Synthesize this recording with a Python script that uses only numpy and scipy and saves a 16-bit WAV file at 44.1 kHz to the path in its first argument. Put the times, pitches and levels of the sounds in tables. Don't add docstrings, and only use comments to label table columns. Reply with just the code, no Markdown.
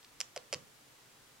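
import sys
import numpy as np
from scipy import signal
from scipy.fft import rfft, irfft, next_fast_len
from scipy.io import wavfile

SR = 44100
rng = np.random.default_rng(int(sys.argv[2]) if len(sys.argv) > 2 else 0)


def put_to_file(sound):
    columns = np.atleast_2d(sound).T
    safe = np.clip(columns, -1, 1)
    whole_steps = np.round(safe * 32767)
    wavfile.write(sys.argv[1], SR, whole_steps.astype(np.int16))


N = 61739

# start and length in seconds,
# crackle and pop levels in dB, the pop's first and last frequency in Hz.
CLICK_PARTS = [(.2050, 0.0085, -42, -52, 670, 498), (0.3621, 0.014, -50.5, -38.5, 791, 431),
               (0.5279, 0.0107, -40, -35.5, 701, 402), (.5384, .0070, -44.5, -39.5, 645, 490)]


def amp(db):
    return 10 ** (np.asarray(db) / 20)


def unit(x):
    return x / np.sqrt(np.mean(x ** 2) + 1e-20)


def along(points, hz):
    frequencies, values = np.transpose(points)
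    return np.interp(np.log(hz + 1), np.log(frequencies + 1), values)


def filtered(x, response):
    size = next_fast_len(N + SR // 2)
    return irfft(rfft(x, size) * response(np.fft.rfftfreq(size, 1 / SR)), size)[..., :N]


def pan(right_db):
    return amp(np.array([[-right_db], [right_db]]) / 2)


def add(out, start, sound):
    part = out[:, max(0, round(start * SR)):][:, :sound.shape[-1]]
    part += sound[..., :part.shape[1]]


def stereo_noise(spectrum, coherence):
    def response(hz):
        angle = np.arccos(along(coherence, hz)) / 2
        return amp(along(spectrum, hz)) * [np.cos(angle), np.sin(angle)]
    mid, side = filtered(rng.standard_normal((2, N)), response)
    return unit(np.array([mid + side, mid - side]))


def background():
    # frequency in Hz, relative spectral density in dB.
    hiss_spectrum = [(120, -16.5), (200, -8.5), (268, -4), (360, -6.5), (409, -4.5), (612, -7.5),
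                     (1230, -6.5), (1810, -8), (7830, -12.5), (8580, -13.5), (16000, -20)]
    rumble_spectrum = [(20, -10.5), (55, -4), (85, -10), (115, 1.5), (145, 3), (180, -10), (260, -10),
                       (400, -25), (800, -65)]
    # frequency in Hz, correlation.
    hiss_coherence = [(200, 0.59), (600, 0.36), (1500, 0.18), (4000, 0.2), (12000, 0.039)]
    rumble = stereo_noise(rumble_spectrum, coherence=[(100, 0.85)]) * pan(right_db=4.5)
    hiss = stereo_noise(hiss_spectrum, hiss_coherence)
    return amp(-61) * hiss + amp(-73.5) * rumble


def snap(pitch, low_db, treble_db):
    # frequency in Hz, T60 in seconds, left and right levels in dB.
    modes = [(2260, 0.0024, -26, -20), (3030, 0.0021, -12, -10.5), (5160, 0.0026, -1.5, -5),
             (5650, 0.0028, -12.5, -7), (6760, 0.0043, -30, -6), (9120, 0.0024, -28, -12)]
    reflection_s, reflection_db = 0.00038, -9
    dip_hz, dip_width_hz, dip_depth = 4080, 370, 0.66
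    bottom_hz, left_top_hz, right_top_hz = 1020, 7140, 11000
    t = np.arange(SR // 100) / SR
    paths = [(t, 0), (np.maximum(t - reflection_s, 0), reflection_db)]
    ring = np.zeros((2, len(t)))
    for hz, t60, left_db, right_db in modes:
        tilt_db = low_db * (hz < 4000) + treble_db * (hz > 6500)
        mode_db = np.array([[left_db], [right_db]]) + tilt_db
        for age, path_db in paths:
            ring += amp(mode_db + path_db - 60 * age / t60) * np.sin(2 * np.pi * hz * pitch * age)
    dip_band = signal.iirpeak(dip_hz * pitch, dip_hz / dip_width_hz, fs=SR)
    ring -= dip_depth * signal.lfilter(*dip_band, ring)
    for side, top_hz in enumerate([left_top_hz, right_top_hz]):
        passband = signal.butter(2, [bottom_hz, top_hz], "bandpass", fs=SR)
        ring[side] = signal.lfilter(*passband, ring[side])
    return ring


def snaps():
    # start in seconds, gain in dB, pitch ratio,
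    # extra gain of the low modes and of the treble modes in dB.
    impulses = [(.0300, -43, 0.73, -11, -8.5), (0.0468, -39, 0.75, -14, -9), (0.0485, -43, 0.83, 3, -6),
                (.2041, -20, 1.02, -17, 5), (.2060, -26.5, 1.06, -3, 3), (.2126, -17, 1.044, 0, -2.5),
                (0.2165, -35, 1.1, -6, -5), (0.3628, -27.5, 1.01, 5, 3), (.3762, -25.5, 0.85, 0.5, -3.5),
                (.5279, -20, 0.99, 6, 1), (0.5316, -30.5, 0.9, 11, -4), (0.5382, -19, 0.965, -0.5, -3),
                (.5448, -21, 0.89, 2, -3)]
    out = np.zeros((2, N))
    for start, db, pitch, low_db, treble_db in impulses:
        add(out, start, amp(db) * snap(pitch, low_db, treble_db))
    return out


def crackle():
    snaps_per_s, spread_db, fade_db = 5000, 2, 9.5
    pitches = np.exp(np.linspace(-0.225, 0.225, 7))
    grains = np.array([snap(pitch, low_db=6, treble_db=-2) for pitch in pitches])
    out, t = np.zeros((2, N)), np.arange(SR // 20) / SR
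    shape = (len(grains), 1, len(t))
    for start, length, db, *_ in CLICK_PARTS:
        fires = (rng.random(shape) < snaps_per_s / SR / len(grains)) & (t < length)
        strength = amp(spread_db * rng.standard_normal(shape) - fade_db * t / length)
        polarity = rng.choice([-1, 1], shape)
        spray = signal.fftconvolve(fires * polarity * strength, grains, axes=2).sum(axis=0)
        duty = length * SR / spray.shape[1]
        add(out, start, amp(db) * unit(spray) * np.sqrt(duty))
    return out


def pops():
    attack_s, release_s, hold_share, octave_db = 0.00034, 0.0025, 0.852, -14
    hollow_hz, hollow_t60, hollow_db = 498.3, 0.33, -18.5
    out, t = np.zeros((2, N)), np.arange(SR // 2) / SR
    for start, length, _, db, first_hz, last_hz in CLICK_PARTS:
        progress = np.minimum(t / length, 1)
        hz = first_hz * (last_hz / first_hz) ** progress
        phase = 2 * np.pi * np.cumsum(hz) / SR
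        tone = np.sin(phase) - amp(octave_db) * np.cos(2 * phase)
        attack = 1 - np.exp(-t / attack_s)
        release = np.exp(-np.maximum(t - hold_share * length, 0) / release_s)
        ring = progress * amp(hollow_db - 60 * t / hollow_t60) * np.sin(2 * np.pi * hollow_hz * t)
        add(out, start, amp(db) * (ring - attack * release * tone))
    return out * pan(right_db=3)


def thuds():
    # start in seconds, gain in dB.
    contacts = [(.553, -47), (.608, -56)]
    # frequency in Hz, relative level in dB, T60 in seconds.
    modes = [(103, -4, 0.08), (143.2, -8, 0.32), (164.3, -4, .11), (240, -6, 0.11), (314, -8, 0.11)]
    attack_s = 0.0023
    out, t = np.zeros((2, N)), np.arange(SR // 2) / SR
    for start, db in contacts:
        ring = sum(amp(mode_db - 60 * t / t60) * np.sin(2 * np.pi * (hz * t + rng.random()))
                   for hz, mode_db, t60 in modes)
        add(out, start, amp(db) * (1 - np.exp(-t / attack_s)) * ring)
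    return out * pan(right_db=4.5)


def reverberation(direct):
    # frequency in Hz, T60 in seconds.
    decay_times = [(150, 0.47), (600, 0.33), (2500, 0.25), (7000, 0.25), (14000, 0.13)]
    # frequency in Hz, gain in dB.
    colour = [(150, -1), (650, -2.5), (1200, 7.5), (2500, -4), (3900, 4), (5100, -9), (6700, 3), (8500, -7),
              (15000, -3)]
    tail_delay_s, scatter_t60 = 0.005, 0.032
    hz, t, noise_bands = signal.stft(rng.standard_normal((2, SR // 2)), SR, nperseg=256)
    band_decay = amp(-60 * t / along(decay_times, hz)[:, None])
    _, tail = signal.istft(noise_bands * band_decay, SR, nperseg=256)
    age = np.arange(SR // 10) / SR
    scatter = rng.standard_normal((2, len(age))) * amp(-60 * age / scatter_t60)
    response = np.zeros((2, SR))
    add(response, tail_delay_s, amp(-13.5) * tail / np.linalg.norm(tail[0]))
    add(response, 0, amp(-13) * scatter / np.linalg.norm(scatter[0]))
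    reflected = signal.fftconvolve(direct, response, axes=1)[:, :N]
    return filtered(reflected, lambda hz: amp(along(colour, hz)))


def scene():
    direct = snaps() + crackle() + pops() + thuds()
    return direct + reverberation(direct) + background()


def record(dry):
    return filtered(dry, lambda hz: hz < 15900)


dry = scene()
out = record(dry)
put_to_file(out)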